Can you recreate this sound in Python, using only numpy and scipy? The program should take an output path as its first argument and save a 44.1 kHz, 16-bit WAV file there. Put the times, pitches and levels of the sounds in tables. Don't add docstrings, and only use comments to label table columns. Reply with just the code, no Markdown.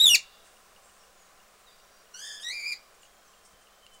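import sys
import numpy as np
from scipy import signal
from scipy.fft import rfft, irfft
from scipy.io import wavfile
from scipy.ndimage import uniform_filter1d, map_coordinates

SR = 44100
rng = np.random.default_rng(int(sys.argv[2]) if len(sys.argv) > 2 else 0)


def transcribe(signal):
    frames = np.atleast_2d(signal).T
    limited = np.clip(frames, -1, 1)
    pcm = np.round(limited * 32767).astype(np.int16)
    wavfile.write(sys.argv[1], SR, pcm)


def to_linear_factor(level_db):
    exponent = np.asarray(level_db, float) / 20
    return 10 ** exponent


N = 176400

# (time [s], pitch [Hz], level [dB], overtone boost [dB
NEAR_WHISTLE = [
    (0, 3640, -20, 7, 0.0046),
    (.006, 3665, -14.5, 1, 0.0035),
    (.014, 3750, -12.5, 1, .004),
    (.026, 3905, -18, 1.5, .004),
    (.044, 3834, -13.5, 3.5, .004),
    (.058, 3710, -16.5, 1.5, 0.0045),
    (.07, 3475, -14, 5.5, .004),
    (.082, 3403, -13.5, 6.5, .004),
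    (.09, 3566, -15.5, 7.5, 0.0044),
                (0.093, 3040, -18, 5.5, 0.0035),
    (0.099, 2905, -19.5, 7, 0.0037),
    (.112, 2877, -16.5, 7, 0.0055),
    (.124, 2820, -18.5, 7, .004),
    (0.143, 2781, -10, 3.1, .004),
    (0.149, 2455, -13.5, 7.9, .004),
    (0.157, 2070, -17.5, 9.7, .004),
    (0.163, 1650, -27, 2.2, 0.0029),
]
# (time [s], pitch [Hz], level [dB], overtone boost [dB per octave], trill depth [share])
FAR_FIRST = [
    (2.135, 1443, -64, 1, 0.022),
    (2.146, 1444, -47, -4, 0.016),
    (2.185, 1517, -46.5, 2, 0.047),
    (2.225, 1658, -39.5, -2.5, 0.04),
    (2.27, 1724, -40.5, -1, 0.06),
    (2.325, 1666, -40.5, -3, 0.05),
    (2.385, 1737, -46, -4, 0.03),
    (2.394, 1636, -48.5, -11, 0.044),
]
FAR_SECOND = [
    (2.398, 1556, -44.5, 2, 0.033),
    (2.419, 1665, -43.5, 9, 0.022),
    (2.436, 1863, -36, 0, 0.014),
    (2.49, 1946, -32, -3.5, 0.012),
    (2.54, 2410, -36.5, -4, 0.043),
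    (2.635, 2302, -34, -6.5, 0.032),
    (2.675, 2424, -30.5, -7, 0.034),
    (2.728, 2374, -33, -1, 0.034),
    (2.734, 1851, -39.5, -5, 0.02),
]
# (time [s], width [s], level [dB])
BREATH_SURGES = [(.0175, 0.0011, -10), (.051, 0.0028, -3), (0.059, 0.0022, 7), (.0645, 0.0029, 1),
                 (0.069, 0.0034, 4), (.0745, .002, -8), (0.12, .003, 2), (0.146, .0015, -3.5),
                 (2.145, 0.0046, 5), (2.448, 0.0038, 4.5), (2.46, .005, -3.5), (2.47, .006, 3.5),
                 (2.478, .002, -18), (2.488, 0.003, 5.5), (2.496, .003, -4), (2.71, 0.0023, 1),
                 (2.714, 0.0016, -22), (2.724, 0.0034, 8.5)]
NEAR_OVERTONES = [-3.5, -15.5, -22, -29.5, -35.5, -42, -43, -48.5]
FAR_FIRST_OVERTONES = [8.5, 2, 2.5, 4.5, 0, -1.5, -6, -7]
FAR_SECOND_OVERTONES = [10.5, 6.5, -1, -1.5, -5.5, -11, -17.5]
# (frequency [Hz], level [dB])
NEAR_THROAT = [(1400, -29), (2500, -1), (4000, 4), (7000, -4.5), (11000, -6.5), (16000, -6)]
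FAR_THROAT = [(1400, -15), (2900, -0.5), (3800, 7), (4300, -4.5), (5000, 2.5), (7000, -2), (10500, -7.5),
              (16000, -16.5)]
BREATH_COLOUR = [(30, 2.5), (300, -1.5), (2000, -1), (6000, -1), (10000, 1), (16000, -3)]
# (frequency [Hz], t60 [s])
NEAR_WALLS = [(1500, 0.2), (4000, .14), (8000, 0.16), (16000, .07)]
FAR_WALLS = [(1500, 0.22), (2500, 0.15), (3800, 0.13), (4800, 0.17), (7000, .15), (16000, 0.072)]
YARD = [(1500, .5), (4000, 0.98), (6000, 0.37), (16000, 0.27)]
HOUSE_FRONT = [(2000, 0.57), (4000, 0.49), (6000, 0.1)]
# (frequency [Hz], level [dB per Hz])
HUSH_COLOUR = [(12, -1), (25, -5.5), (90, -19), (200, -19.5), (295, -20.5), (450, -11), (820, -10),
               (900, -21.5),
               (1000, -9), (1300, -11), (2000, -17.5), (4000, -21), (8000, -21.5), (10500, -26.5),
             (13000, -31), (15500, -24)]
# (time [s], level [dB])
HUSH_LEVEL = [
    (0, -57),
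    (1, -58),
    (2, -58),
    (2.7, -58),
    (3.2, -59),
    (4, -59),
]
# (time [s], length [s], level [dB])
AIR_PUSHES = [
    (.12, .05, -55.5),
    (3.53, 0.045, -66.5),
]
# (frequency [Hz], level [dB])
PUSH_COLOUR = [(15, -2), (30, -6), (150, -8.5), (400, -19), (800, -60)]
# (time [s], length [s], level [dB])
RUSTLES = [
    (.443, 0.073, -66.5),
    (.445, .38, -68.5),
    (.82, 0.39, -66),
    (1.58, 0.13, -69),
    (2.942, 0.022, -63.5),
    (3.45, 0.044, -58.5),
    (3.02, .06, -64),
    (3.5, .05, -68),
    (3.61, 0.068, -67),
    (3.933, 0.058, -61),
]
# (frequency [Hz], level [dB])
FEATHER_COLOUR = [(3000, -44), (5000, 0), (6500, 4.5), (9000, 8.5), (11000, -15), (13000, -58.5)]
# (time [s], length [s], start pitch [Hz], end pitch [Hz], level [dB])
GARDEN_CALLS = [(.32, .04, 4750, 4750, -67), (.83, .2, 7550, 7480, -70), (.985, .07, 5750, 5150, -65),
                (1.15, .14, 6950, 6500, -67), (1.66, .06, 4000, 3300, -64), (1.67, .19, 4745, 4735, -70),
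                (1.88, .2, 4735, 4725, -73), (1.8, .45, 5660, 5630, -71), (2.7, .3, 5610, 5580, -73),
                (3.0, .28, 5580, 5550, -76), (3.0, .075, 7500, 6200, -62), (3.03, .28, 3260, 3190, -75),
                (3.12, .07, 7400, 6800, -74), (3.2, .04, 5200, 4800, -70), (3.24, .085, 6700, 5500, -65),
                (3.27, .15, 7620, 7550, -70), (3.28, .18, 3180, 3140, -70), (3.43, .04, 5700, 5200, -66),
                (3.47, .06, 3130, 3110, -74), (3.53, .05, 3120, 3100, -67), (3.62, .1, 3110, 3090, -74),
                (3.72, .05, 3110, 3080, -67), (3.66, .09, 3480, 3470, -74), (3.82, .05, 3070, 3060, -65),
                (3.91, .08, 3050, 3030, -64)]
# (time [s], peak level [dB])
WIRE_TICKS = [(.569, -56), (.7636, -52), (.897, -56), (1.036, -55.5), (1.275, -61), (1.402, -55.5),
              (1.802, -57), (2.07, -57), (2.432, -51), (3.033, -51), (3.054, -54), (3.338, -55),
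              (3.672, -54.5), (3.866, -49)]
# (frequency [Hz], level [dB], t60 [s])
WIRE_MODES = [(2100, -12, .008), (2870, 0, .045), (2900, -5, .007), (4250, -9, .008), (5100, -11, .007),
              (7300, -12, .007), (8400, -11, .007), (9300, -13, .007)]

TRILL_HZ, FAST_TRILL_HZ, TRILL_DRIFT = 75.5, 130.1, .03
FLUTTER_DB, FAST_FLUTTER_DB = 10, -1.5
DWELL, SHAKE = 0.24, .0045
WANDER_DB, WANDER_RATE, BLUR = 3, 150, 0.098
EDGE_S, NEAR_BREATH_DB, FAR_BREATH_DB = 0.00075, -25, -24.5
NEAR_WALLS_DB, NEAR_YARD_DB, FAR_WALLS_DB, FAR_YARD_DB = -9.5, -35.5, -9, -28.5
SLAP_S, SLAP_DB = .0105, -4
HOUSE_S, HOUSE_DB = .28, -54.5
PATCHY_DB = -0.5
HUM_HZ, HUM_DB = 200, -77.5
GARDEN_ECHO_DB = -4
HARDER = 2.5
TOP_HZ = 15790


def unit(x):
    return x / np.sqrt(np.mean(x ** 2) + 1e-20)


def along(points, hz):
    f, v = np.transpose(points)
    return np.interp(np.log(hz + 1), np.log(f + 1), v)


def wobble(rate, size):
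    knots = rng.standard_normal(int(size * rate / SR) + 4)
    return map_coordinates(knots, [np.arange(size) * rate / SR])


def noise(spectrum):
    gain = to_linear_factor(along(spectrum, np.fft.rfftfreq(N, 1 / SR)))
    return unit(irfft(rfft(rng.standard_normal(N)) * gain, N))


def add(track, s, x):
    part = track[max(round(s * SR), 0):][:len(x)]
    part += x[:len(part)]


def echo(x, decay):
    hz, t, z = signal.stft(rng.standard_normal(SR), SR, nperseg=128)
    fade = to_linear_factor(-60 * t / along(decay, hz)[:, None])
    tail = signal.istft(z * fade, SR, nperseg=128)[1]
    return signal.fftconvolve(x, tail / np.linalg.norm(tail))[:N]


def voice(notes, throat, breath_db):
    out, air = np.zeros(N), noise(BREATH_COLOUR)
    for rows, orders_db, trill_hz, flutter_db in notes:
        s, *cols = np.transpose(rows)
        t = s[0] + np.arange(round((s[-1] - s[0]) * SR)) / SR
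        hz, db, boost_db, depth = [np.interp(t, s, c) for c in cols]
        for at, width, surge_db in BREATH_SURGES:
            db = db + surge_db * np.exp(-((t - at) / width) ** 2)

        turn = 2 * np.pi * np.cumsum(trill_hz * (1 + TRILL_DRIFT * wobble(40, size=len(t)))) / SR
        trill = np.sin(turn) + DWELL * np.cos(2 * turn)
        hz = hz * (1 + depth * trill + SHAKE * wobble(300, size=len(t)))
        phase = 2 * np.pi * np.cumsum(hz) / SR

        k = np.arange(1, len(orders_db) + 1)[:, None]
        gains_db = np.array(orders_db)[:, None] + boost_db * np.log2(k) + along(throat, k * hz)
        gains = to_linear_factor(gains_db) * (k * hz < SR / 2)
        swell = np.array([wobble(WANDER_RATE, size=len(t)) for _ in k])
        slip = np.array([wobble(800, size=len(t)) for _ in k])
        parts = to_linear_factor(WANDER_DB * np.log2(k) * swell / 2) * np.sin(k * phase + BLUR * (k - 1) * slip)
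        parts[0] *= to_linear_factor(flutter_db * trill * depth / .04 - 2)
        tone = np.sum(gains * parts, 0) / np.sqrt(np.sum(gains ** 2, 0) / 2)

        edge = np.clip(np.minimum(t - t[0], t[-1] - t) / EDGE_S, 0, 1)
        breath = to_linear_factor(breath_db) * air[round(t[0] * SR):][:len(t)]
        add(out, t[0], to_linear_factor(db) * edge * (tone + breath))
    return out


def cockatiels():
    near = voice([(NEAR_WHISTLE, NEAR_OVERTONES, TRILL_HZ, FLUTTER_DB)], NEAR_THROAT, NEAR_BREATH_DB)
    answer = [(FAR_FIRST, FAR_FIRST_OVERTONES, TRILL_HZ, FLUTTER_DB),
              (FAR_SECOND, FAR_SECOND_OVERTONES, FAST_TRILL_HZ, FAST_FLUTTER_DB)]
    far = voice(answer, FAR_THROAT, FAR_BREATH_DB)
    far = far + to_linear_factor(SLAP_DB) * np.roll(far, round(SLAP_S * SR))
    walls = to_linear_factor(NEAR_WALLS_DB) * echo(near, NEAR_WALLS) + to_linear_factor(FAR_WALLS_DB) * echo(far, FAR_WALLS)
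    delayed = np.pad(near + far, (round(HOUSE_S * SR), 0))[:N]
    house = to_linear_factor(HOUSE_DB) * echo(delayed, HOUSE_FRONT)
    yard = echo(to_linear_factor(NEAR_YARD_DB) * near + to_linear_factor(FAR_YARD_DB) * far, YARD)
    return near + to_linear_factor(-2.5) * far + walls + house + yard


def hush():
    z = signal.stft(noise(HUSH_COLOUR), nperseg=512)[2]
    patches = uniform_filter1d(uniform_filter1d(rng.standard_normal(z.shape), 8, 0), 20, 1)
    patchy = signal.istft(z * to_linear_factor(PATCHY_DB * unit(patches)), nperseg=512)[1][:N]
    s, db = np.transpose(HUSH_LEVEL)
    return to_linear_factor(np.interp(np.arange(N) / SR, s, db)) * patchy


def hum():
    phase = 2 * np.pi * np.cumsum(HUM_HZ + 6 * wobble(12, size=N)) / SR
    return to_linear_factor(HUM_DB + wobble(8.6, size=N)) * np.sin(phase)


def puffs(rows, colour):
    swell = np.zeros(N)
    for s, length, db in rows:
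        u = np.linspace(0, 1, round(length * SR))
        add(swell, s, to_linear_factor(db) * np.sin(np.pi * u ** 0.36))
    return swell * noise(colour)


def garden():
    out = np.zeros(N)
    for s, length, start_hz, end_hz, db in GARDEN_CALLS:
        u = np.linspace(0, 1, round(length * SR))
        slide_hz = end_hz - start_hz
        unsteady_hz = (22 + .05 * abs(slide_hz)) * wobble(147, size=len(u))
        phase = 2 * np.pi * np.cumsum(start_hz + slide_hz * u + unsteady_hz) / SR
        swell = np.sin(np.pi * u ** .6) ** .5
        add(out, s, to_linear_factor(db + 2.5 * wobble(50, size=len(u))) * swell * np.sin(phase))
    return out + to_linear_factor(GARDEN_ECHO_DB) * echo(out, YARD)


def wire():
    out, t = np.zeros(N), np.arange(SR // 20) / SR
    for s, db in WIRE_TICKS:
        ring = np.zeros(len(t))
        for hz, level, t60 in WIRE_MODES:
            mode_db = level + (level < 0) * HARDER * (db + 54.5)
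            ring += to_linear_factor(mode_db - 60 * t / t60) * np.sin(2 * np.pi * hz * t)
        add(out, s - .001, to_linear_factor(db) * (1 - np.exp(-t / 0.0004)) * ring)
    return out


def scene():
    mix = cockatiels() + hush() + hum() + puffs(AIR_PUSHES, PUSH_COLOUR)
    mix = mix + garden() + puffs(RUSTLES, FEATHER_COLOUR) + wire()
    return mix[None]


def roll_off(x):
    return signal.sosfilt(signal.butter(12, 16500, fs=SR, output="sos"), x)


def record(dry):
    passed = np.fft.rfftfreq(N, 1 / SR) < TOP_HZ
    mix = irfft(rfft(dry) * passed, N)
    return roll_off(mix)


dry = scene()
out = record(dry)
transcribe(out)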